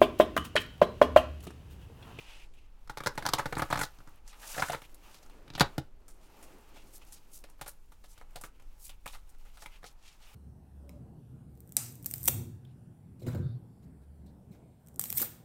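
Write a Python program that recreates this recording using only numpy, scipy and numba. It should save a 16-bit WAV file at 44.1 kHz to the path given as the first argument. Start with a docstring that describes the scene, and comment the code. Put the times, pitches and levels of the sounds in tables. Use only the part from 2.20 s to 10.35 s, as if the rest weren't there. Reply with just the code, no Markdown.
"""Card edges snap and flap as a deck of large stiff cards is riffled, bridged, slapped square and shuffled.
Each snap is grainy noise that rings the deck and the air in the hands; a soft push thuds the table.
Between snaps, filtered noise makes the hiss, rubs, flutter, ticks and swishes of sliding cards.
A small soft room echoes the snaps; there is also a low rumble, a steady drone
and the dull murmur of air pushed by the cards."""
import sys
import numpy as np
from scipy import signal
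from scipy.io import wavfile
from scipy.ndimage import uniform_filter1d
from numba import njit

SR = 44100
rng = np.random.default_rng(int(sys.argv[2]) if len(sys.argv) > 2 else 0)


def file_out(sig):
    """Save sig as 16-bit WAV at sys.argv[1]."""
    # one column per channel
    cols = np.atleast_2d(sig).T
    # limit, then scale
    lim = np.clip(cols, -1, 1)
    pcm = np.round(lim * 32767).astype(np.int16)
    wavfile.write(sys.argv[1], SR, pcm)


N = 359308  # length in samples

# All dB values are settings inside the mix, before the microphone.
# low rumble, and the dull murmur of air pushed by the cards: t/s, rumble level/dB, murmur level/dB
AIR_LEVELS = [(0.0, -38, -61), (0.04, -49.5, -68), (0.63, -45.5, -80), (1.07, -47.5, -50),
              (1.5, -41.5, -67), (1.66, -48.5, -75), (3.27, -51.5, -62.5), (3.45, -42.5, -58),
              (3.79, -49, -70.5), (4.27, -52, -60), (5.83, -49.5, -78), (6.31, -47.5, -71),
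              (6.79, -45, -80.5), (8.15, -54, -81)]
# card faces sliding: t/s, hiss level/dB, flutter drive level/dB
SLIDE_LEVELS = [(0.0, -65, -62.5), (0.09, -98, -62), (0.22, -86, -67), (0.43, -82, -75), (0.72, -74.5, -71),
                (0.86, -72, -62), (1.02, -66, -61), (1.47, -61.5, -55.5), (1.66, -66.5, -67),
                (1.86, -70, -66.5), (2.13, -73.5, -64.5), (2.34, -50, -54), (2.43, -55.5, -54.5),
                (2.65, -68, -68), (3.49, -73, -64), (3.63, -80.5, -73.5), (3.88, -72, -74.5),
                (4.11, -71, -64), (4.54, -70, -66), (4.74, -66, -68.5), (5.24, -73.5, -71),
                (5.74, -71, -74.5), (6.13, -76, -70), (6.49, -70, -72), (6.83, -76, -75.5),
                (7.35, -68.5, -68), (7.78, -77, -70.5), (8.15, -66, -66)]
# a fingertip rubs along a card: middle t/s, level/dB, half length/s
FINGER_RUBS = [(0.121, -55.5, 0.13), (0.414, -70, .08), (2.12, -70, .03), (2.65, -55, .015),
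               (4.59, -65, 0.042), (4.826, -61.5, 0.012), (5.996, -72, 0.066), (6.387, -77.5, .05),
               (6.703, -66.5, 0.044), (7.267, -74, .045), (7.553, -66, 0.032), (7.897, -66.5, 0.052),
               (8.103, -70.5, 0.057)]
# brief dips in the level of the sliding: middle t/s, level change/dB, half length/s
SLIDE_DIPS = [(.31, -7, 0.035), (.56, -2, .05), (2.02, -5.5, 0.033), (2.777, -4.5, 0.048), (3.224, -4, .04),
              (3.76, -6, .11), (5.347, -1, 0.026), (5.6, -1.5, .04), (6.06, -3, 0.038), (6.32, -4, .03),
              (6.805, -4, .05), (7.038, -1.5, .04), (7.174, -5.5, 0.02), (7.32, -5, 0.019),
              (7.61, -6, 0.013), (7.772, -4.5, 0.053), (7.98, -4, .02)]
# swishes of cards sliding or cascading together: peak t/s, level/dB, centre f/Hz, half length/s
CARD_SWISHES = [(0.14, -69.5, 4840, 0.17), (2.095, -56, 4970, 0.024), (2.212, -57, 7900, .03),
                (2.296, -43.5, 7300, 0.035), (2.388, -50, 7000, 0.055), (2.493, -46.5, 6300, 0.056),
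                (2.957, -59, 4470, 0.038), (4.043, -67.5, 7060, .03), (4.22, -69.5, 8000, 0.049),
                (4.562, -62, 3220, 0.017), (4.41, -67, 11000, .008), (4.618, -69, 4020, .025),
                (4.69, -65, 8000, .03), (4.88, -63, 8000, 0.022), (4.97, -61, 5000, .02),
                (4.757, -51, 9300, 0.021), (4.933, -49.5, 8600, 0.016), (5.157, -50.5, 9400, 0.035),
                (5.312, -70, 8000, .02), (5.485, -51, 9000, 0.016), (5.857, -65.5, 4840, 0.018),
                (5.918, -60.5, 8040, 0.034), (6.252, -59, 8250, 0.025), (6.649, -49.5, 10030, 0.037),
                (6.932, -56.5, 7000, 0.037), (7.1, -69, 8800, .015), (7.36, -68, 5500, .02),
                (7.425, -52, 6050, 0.022), (7.672, -56.5, 4960, 0.03), (7.885, -59, 3870, 0.051),
                (8.039, -60.5, 3260, 0.028)]
# resonances of the deck: f/Hz, width/Hz, level/dB
DECK_MODES = [(533, 210, -1), (858, 130, 6.5), (1287, 412, 0), (2300, 760, -10), (3106, 900, -21),
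              (4350, 320, -18)]
# resonances of the table: f/Hz, width/Hz, level/dB
TABLE_MODES = [(77, 22, -8.5), (135.6, 27, 1), (313.2, 75, 4.5)]
# how the deck is held from each time on:
# t/s, table push level re the flap drive/dB, air pocket level/dB, bright rasp level/dB
DECK_HOLDS = [(0, -21.5, 5, 0), (1.34, -16.5, 3, -1), (1.58, -17.5, 9, 3), (1.7, -7.5, 7, -5),
              (2.0, -19, 13, -3), (2.6, -18, 3, 2), (3.2, -9.5, 9.5, -17), (3.37, -14, 7, -5),
              (3.5, -6.5, 2, -2.5), (3.8, -25.5, 3.5, 6.5), (5.2, -24, 5.5, -1.5), (5.4, -19, 2, 4.5),
              (5.45, -25.5, 4, 5), (6.1, -22.5, 5.5, 6), (6.6, -28, 0, 2), (7.1, -20, 10, 0.5)]
# card edges snapping or landing:
# t/s, flap drive level/dB, air pocket f/Hz, scuff level re the flap drive/dB, scuff f/Hz, flap fade/s
EDGE_SNAPS = [(0.337, -70.5, 581, 11, 2890, 0.014), (0.675, -44.5, 1430, -9, 5030, 0.003),
              (0.696, -28.5, 1370, -13, 4380, 0.006), (0.772, -29.5, 1630, -6, 3930, 0.0069),
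              (0.804, -25.5, 845, -20, 3890, 0.0055), (0.836, -35.5, 1370, -6, 3280, 0.008),
              (0.861, -16.5, 780, -15.5, 3900, 0.008), (0.871, -17.5, 910, -9, 4800, 0.0033),
              (0.954, -39, 880, -11, 7860, 0.0027), (0.977, -20.5, 840, -12, 3860, 0.0064),
              (1.024, -30, 1400, -13, 4250, 0.0061), (1.053, -21, 1380, -24, 4440, 0.0074),
              (1.063, -22.5, 1410, -4.5, 4470, 0.0056), (1.088, -21, 1200, -7.5, 4470, 0.004),
              (1.126, -44, 1420, -8, 3930, 0.017), (1.135, -15.5, 980, -4.5, 4100, 0.0053),
              (1.183, -24.5, 2100, -16.5, 7070, 0.012), (1.192, -20.5, 1350, -23, 4330, 0.0088),
              (1.257, -16, 810, -21.5, 4540, 0.0055), (1.325, -19.5, 790, -22, 3360, 0.0074),
              (1.353, -32.5, 830, -7, 4390, 0.0034), (1.368, -19, 820, -28, 3050, 0.0063),
              (1.38, -31, 1250, -9.5, 8600, 0.014), (1.393, -22, 800, -13, 2920, 0.008),
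              (1.42, -18.5, 1250, -18, 4000, 0.0075), (1.485, -47, 1420, -15, 3710, 0.008),
              (1.502, -25.5, 923, -15.5, 7800, 0.0083), (1.509, -38, 1210, -2, 3960, 0.016),
              (1.526, -18.5, 1430, -15, 3540, 0.0097), (1.556, -23, 1320, -11, 3970, 0.0053),
              (1.574, -25, 859, -17.5, 5190, 0.01), (1.591, -24, 840, -12.5, 2600, 0.015),
              (1.612, -23.5, 1440, -12.5, 8200, 0.0089), (1.633, -27, 1350, -4.5, 4540, 0.0059),
              (1.786, -50.5, 1020, -8, 4950, 0.008), (1.803, -50.5, 1360, -12, 2690, 0.0092),
              (1.873, -48.5, 1280, -15, 6200, 0.016), (2.077, -57, 1810, 8, 6700, 0.0085),
              (2.128, -56.5, 1340, 1, 3170, 0.024), (2.228, -52, 1660, 3, 3500, 0.019),
              (2.344, -40.5, 1590, -3, 3230, 0.014), (2.365, -37.5, 676, -7.5, 6210, 0.013),
              (2.378, -27.5, 730, -12, 3150, 0.015), (2.395, -25.5, 810, -14, 5560, 0.011),
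              (2.422, -19, 869, -14.5, 3460, 0.0063), (2.433, -34, 1510, -6, 3030, 0.013),
              (2.484, -36.5, 1530, -7, 7660, 0.0086), (2.497, -25.5, 686, -6, 2820, 0.0067),
              (2.518, -30.5, 821, -7, 5350, 0.011), (2.531, -32.5, 996, -8, 2900, 0.011),
              (2.546, -27, 790, -30, 3200, 0.0065), (2.618, -41.5, 810, -7.5, 2980, 0.011),
              (2.65, -52, 815, -6, 2800, 0.0027), (2.694, -60, 576, 3, 2790, 0.0038),
              (2.744, -58.5, 503, 10, 10600, 0.004), (2.943, -51.5, 538, 3, 4000, 0.0076),
              (3.028, -53, 501, -1.5, 5140, 0.0075), (3.061, -52, 732, -8, 6190, 0.0054),
              (3.097, -52, 560, -5.5, 3670, 0.0075), (3.278, -46, 660, 0, 2600, 0.0046),
              (3.302, -39, 729, 4.5, 3250, 0.0027), (3.336, -43.5, 815, 2, 4100, 0.0039),
              (3.351, -36, 1150, 8, 3420, 0.0047), (3.378, -32.5, 635, -3, 2600, 0.014),
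              (3.397, -30, 1130, 7, 3900, 0.0044), (3.407, -8.5, 1230, -6, 3920, 0.0048),
              (3.412, -9, 710, -31, 3670, 0.0069), (3.58, -23, 636, -4, 3940, 0.004),
              (3.881, -53, 884, -4, 8250, 0.019), (4.227, -52.5, 670, -3.5, 9090, 0.015),
              (4.56, -50, 614, -15, 3780, 0.02), (4.819, -54.5, 851, -12, 2630, 0.0063),
              (4.922, -55, 1260, 4.5, 8690, 0.0093), (5.239, -40.5, 570, -3.5, 3720, 0.0057),
              (5.287, -52, 616, -15, 2750, 0.0072), (5.299, -58.5, 1010, -2.5, 8920, 0.0059),
              (5.392, -51, 853, -12, 3380, 0.0068), (5.412, -30.5, 821, -6, 3520, 0.0075),
              (5.461, -42, 840, -8, 3190, 0.015), (5.478, -40, 875, -4, 10300, 0.0095),
              (5.719, -53, 1220, -7, 3430, 0.01), (5.84, -47.5, 573, -9, 3730, 0.0099),
              (5.977, -46.5, 832, -12, 3680, 0.0092), (6.012, -46, 764, -23, 2600, 0.013),
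              (6.157, -34, 594, -12, 4100, 0.011), (6.212, -44.5, 1240, -2.5, 9700, 0.0064),
              (6.237, -33.5, 840, -12.5, 2900, 0.012), (6.397, -54, 2340, -10, 2690, 0.0073),
              (6.422, -60, 511, -1, 2750, 0.0039), (6.693, -42, 800, 0, 3520, 0.0064),
              (6.859, -29.5, 815, -11, 2600, 0.0077), (6.876, -50, 2360, 8, 3340, 0.012),
              (6.932, -45.5, 820, -7.5, 3580, 0.015), (6.947, -42.5, 798, -16, 3600, 0.017),
              (7.092, -66.5, 501, 5.5, 8910, 0.0085), (7.148, -52.5, 817, -21.5, 3850, 0.0049),
              (7.25, -53, 833, -14.5, 9320, 0.017), (7.371, -55, 1470, -1, 3320, 0.018),
              (7.421, -45, 700, -12, 3490, 0.02), (7.459, -43, 2090, 0, 3000, 0.0066),
              (7.63, -41, 842, -17, 3380, 0.0042), (7.641, -39.5, 780, -12, 4190, 0.011)]

ROOM_T60_S, ROOM_DB, ROOM_HZ = 0.17, -16, 2500  # time to fade by 60 dB, echo level, echo bandwidth
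TICKS_PER_S, TICK_S = 22, .0015  # average rate, fade time
TICK_DB, TICK_SPREAD_DB = 5, 2.5  # lowest drive re the hiss, average random extra
RUB_DB = -3.5  # steady rub re the mean of the hiss and flutter settings
HISS_HZ, HISS_WANDER_OCT = 6000, .15  # middle of the hiss, typical wander in octaves
SWISH_SHAPE = 1.46  # 2 = rounded bell, 1 = pointed with long skirts
SCUFF_LONGER = 1.044  # scuff fade time over flap fade time
TOP_HZ = 16000  # the microphone's upper limit


def undb(db):
    """Turn a level in dB into a gain."""
    return 10 ** (np.asarray(db) / 20)


def level(x, db):
    """Scale a sound to a chosen rms (average) level in dB."""
    return x * undb(db) / np.sqrt(np.mean(x ** 2))


def curves(table):
    """Join the points of each table column with straight lines, sample by sample."""
    times_s, *columns = np.transpose(table)
    return [np.interp(np.arange(N) / SR, times_s, column) for column in columns]


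@njit
def moving_band(x, hz, q):
    """Band-pass filter whose centre may move; gain 1 at the centre, narrower for larger q."""
    y, band_state, low_state = np.empty(len(x)), 0., 0.
    for i in range(len(x)):
        g = np.tan(np.pi * hz[i] / SR)
        v = (band_state + g * (x[i] - low_state)) / (1 + g * (g + 1 / q))
        band_state = 2 * v - band_state
        low_state = low_state + 2 * g * v
        y[i] = v / q
    return y


def band(x, hz, width_hz):
    """Band-pass filter with a fixed centre."""
    return moving_band(x + 1e-18, np.full(N, 1. * hz), hz / width_hz)


def ring(x, modes):
    """Add up a body's resonances, with alternating signs."""
    total = 0
    for k, (hz, width_hz, db) in enumerate(modes):
        total = total + (-1) ** k * undb(db) * band(x, hz, width_hz)
    return total


def walk(rate):
    """Smooth random wander: levels held 1 / rate s and averaged twice; spread near 1."""
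    k = int(SR / rate)
    steps = np.repeat(rng.standard_normal(N // k + 1), k)
    return 1.39 * uniform_filter1d(uniform_filter1d(steps, k), k)[:N]


def grit(spread_db, rate):
    """Noise whose size wanders, as tiny contacts make and break; rms 1."""
    return level(rng.standard_normal(N) * undb(spread_db * walk(rate)), 0)


def air():
    """A rumble at hearing's lower edge, a steady low drone and the dull murmur of air pushed by the cards."""
    rumble_db, murmur_db = curves(AIR_LEVELS)
    rumble = rng.standard_normal(N)
    for _ in range(3):
        rumble = band(rumble, 13, 30)
    rumble = level(rumble, 0)
    drone = level(band(rng.standard_normal(N), 55, 68), -68.0)
    murmur = level(band(rng.standard_normal(N), 300, 210), 0)
    murmur = murmur * undb(1.8 * walk(19))
    return rumble * undb(rumble_db) + drone + murmur * undb(murmur_db)


def room(x):
    """Add dense dull echoes: fading noise that sets in after 4 ms."""
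    t = np.arange(N) / SR
    fade = np.exp(-np.log(1000) * t / ROOM_T60_S) * (t > .004)
    echoes = band(rng.standard_normal(N), ROOM_HZ / 3, ROOM_HZ) * fade
    echoes = echoes[:SR] / np.sqrt(np.sum(echoes ** 2))
    return x + undb(ROOM_DB) * signal.fftconvolve(x, echoes)[:N]


def ticks(hiss_db):
    """Card corners catch now and then: short fading bursts of thin bright noise."""
    sizes = undb(TICK_SPREAD_DB * rng.exponential(size=N))
    catches = (rng.random(N) < TICKS_PER_S / SR) * sizes
    shape = signal.lfilter([1], [1, -np.exp(-1 / (TICK_S * SR))], catches)
    bright = level(band(rng.standard_normal(N), 12000, 9000), 0)
    return shape * bright * undb(hiss_db + TICK_DB)


def bumps(table):
    """Flat-topped bumps from rows of middle time, level and half length: pairs of level and shape."""
    t = np.arange(N) / SR
    return [(db, np.exp(-((t - s) / half_s) ** 4)) for s, db, half_s in table]


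def hiss_of_faces():
    """Coated faces slide: fine noise round a wandering centre, plus a bright band; rms 1."""
    centre_hz = HISS_HZ * 2 ** (HISS_WANDER_OCT * walk(22))
    fine = grit(0.58, 270)
    body = moving_band(fine, np.clip(centre_hz, 1500, 14000), 0.92)
    return level(body + 0.59 * band(fine, 12000, 11000), 0)


def fingertip_rub():
    """Skin drags on a card: coarse mid-pitched noise with an uneven level."""
    skin = grit(1.5, 200)
    narrow = band(band(skin, 2600, 1300), 2600, 1300)
    rub = level(narrow + 0.45 * band(skin, 2200, 3500), 0)
    return rub * undb(1.5 * walk(30))


def slide():
    """Sliding cards mix hiss, rub and ticks with a coarse flutter that the deck colours."""
    hiss_db, flutter_db = curves(SLIDE_LEVELS)
    steady_rub = undb((hiss_db + flutter_db) / 2 + RUB_DB)
    strokes = steady_rub + sum(undb(db) * shape for db, shape in bumps(FINGER_RUBS))
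    loose = np.clip((flutter_db + 68.5) / 12, .25, 1)  # a stronger flutter is grainier
    flutter = ring(grit(2.0 * loose, 200), DECK_MODES) * undb(12.5 - 3 * loose)
    flutter = flutter * undb(flutter_db + 3.5 * loose * walk(30))
    catch = walk(40)  # hiss and rub catch and let go together
    hiss = hiss_of_faces() * undb(hiss_db + 0.7 * catch)
    rub = fingertip_rub() * strokes * undb(1.2 * catch)
    pressure_db = 2.1 * walk(6.5)  # the hands ease and press
    dip_db = sum(db * shape for db, shape in bumps(SLIDE_DIPS))
    return undb(pressure_db + dip_db) * (hiss + rub + flutter + ticks(hiss_db))


def swishes():
    """Cards slide or cascade together: gritty noise round its own centre swells and fades."""
    t, total = np.arange(N) / SR, 0
    faces = grit(2.0, 300) * undb(1.3 * walk(60))
    for s, db, hz, half_s in CARD_SWISHES:
        swell = np.exp(-np.abs((t - s) / half_s) ** SWISH_SHAPE)
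        hiss = level(band(band(faces, hz, 1.9 * hz), hz, 1.9 * hz), 0)
        total = total + undb(db) * swell * hiss
    return total


def snaps():
    """Each gritty flap rings the deck and an air pocket, scuffs along the edge and shoves the table."""
    flap, scuff, shove = np.zeros((3, N))
    pocket_hz, edge_hz, bright_db, pocket_db = np.ones((4, N))
    t = np.arange(SR // 8) / SR
    for s, db, hz, scuff_db, scuff_hz, flap_s in EDGE_SNAPS:
        _, thud_db, cup_db, rasp_db = [hold for hold in DECK_HOLDS if hold[0] <= s][-1]
        scuff_s = SCUFF_LONGER * flap_s
        start = int(s * SR)
        now = slice(start, start + len(t))
        rise = 1 - np.exp(-t / 0.00037)
        # the card keeps rattling while it unbends, then stops short
        flap[now] += undb(db) * rise * np.exp(-(t / flap_s) ** 1.4)
        scuff[now] += undb(db + scuff_db) * rise * np.exp(-(t / scuff_s) ** 0.8)
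        # soft push through the cloth
        shove[now] += undb(db + thud_db) * (t / 0.0016) * np.exp(-t / 0.0016)
        # these settings hold until the next snap
        pocket_hz[start:], pocket_db[start:] = hz, cup_db
        edge_hz[start:], bright_db[start:] = scuff_hz, rasp_db
    first_contact = np.maximum(np.diff(flap, prepend=0), 0)  # only the rising part, without grit
    blows = flap * grit(2.0, 500) + undb(21) * first_contact
    deck = undb(6) * ring(blows, DECK_MODES)
    pocket = undb(pocket_db) * moving_band(blows, pocket_hz, 4.2)
    rasp = scuff * grit(2.9, 900)
    edge = undb(6) * moving_band(moving_band(rasp, edge_hz, 1.02), edge_hz, 1.02)
    bright = undb(bright_db) * band(rasp, 7500, 9800)
    thud = undb(26.0) * ring(shove, TABLE_MODES)
    return deck + pocket + edge + bright + thud


def scene():
    """Mix the snaps with their room echoes, the sliding, the swishes and the air."""
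    return (room(snaps()) + slide() + swishes() + air())[None]


def record(dry):
    """The microphone rounds the loudest peaks and cuts the top."""
    rounded = np.tanh(1.726 * dry) / 1.972
    low_pass = signal.ellip(10, .2, 70, TOP_HZ, fs=SR, output="sos")
    return signal.sosfilt(low_pass, rounded)


dry = scene()
out = record(dry)
file_out(out)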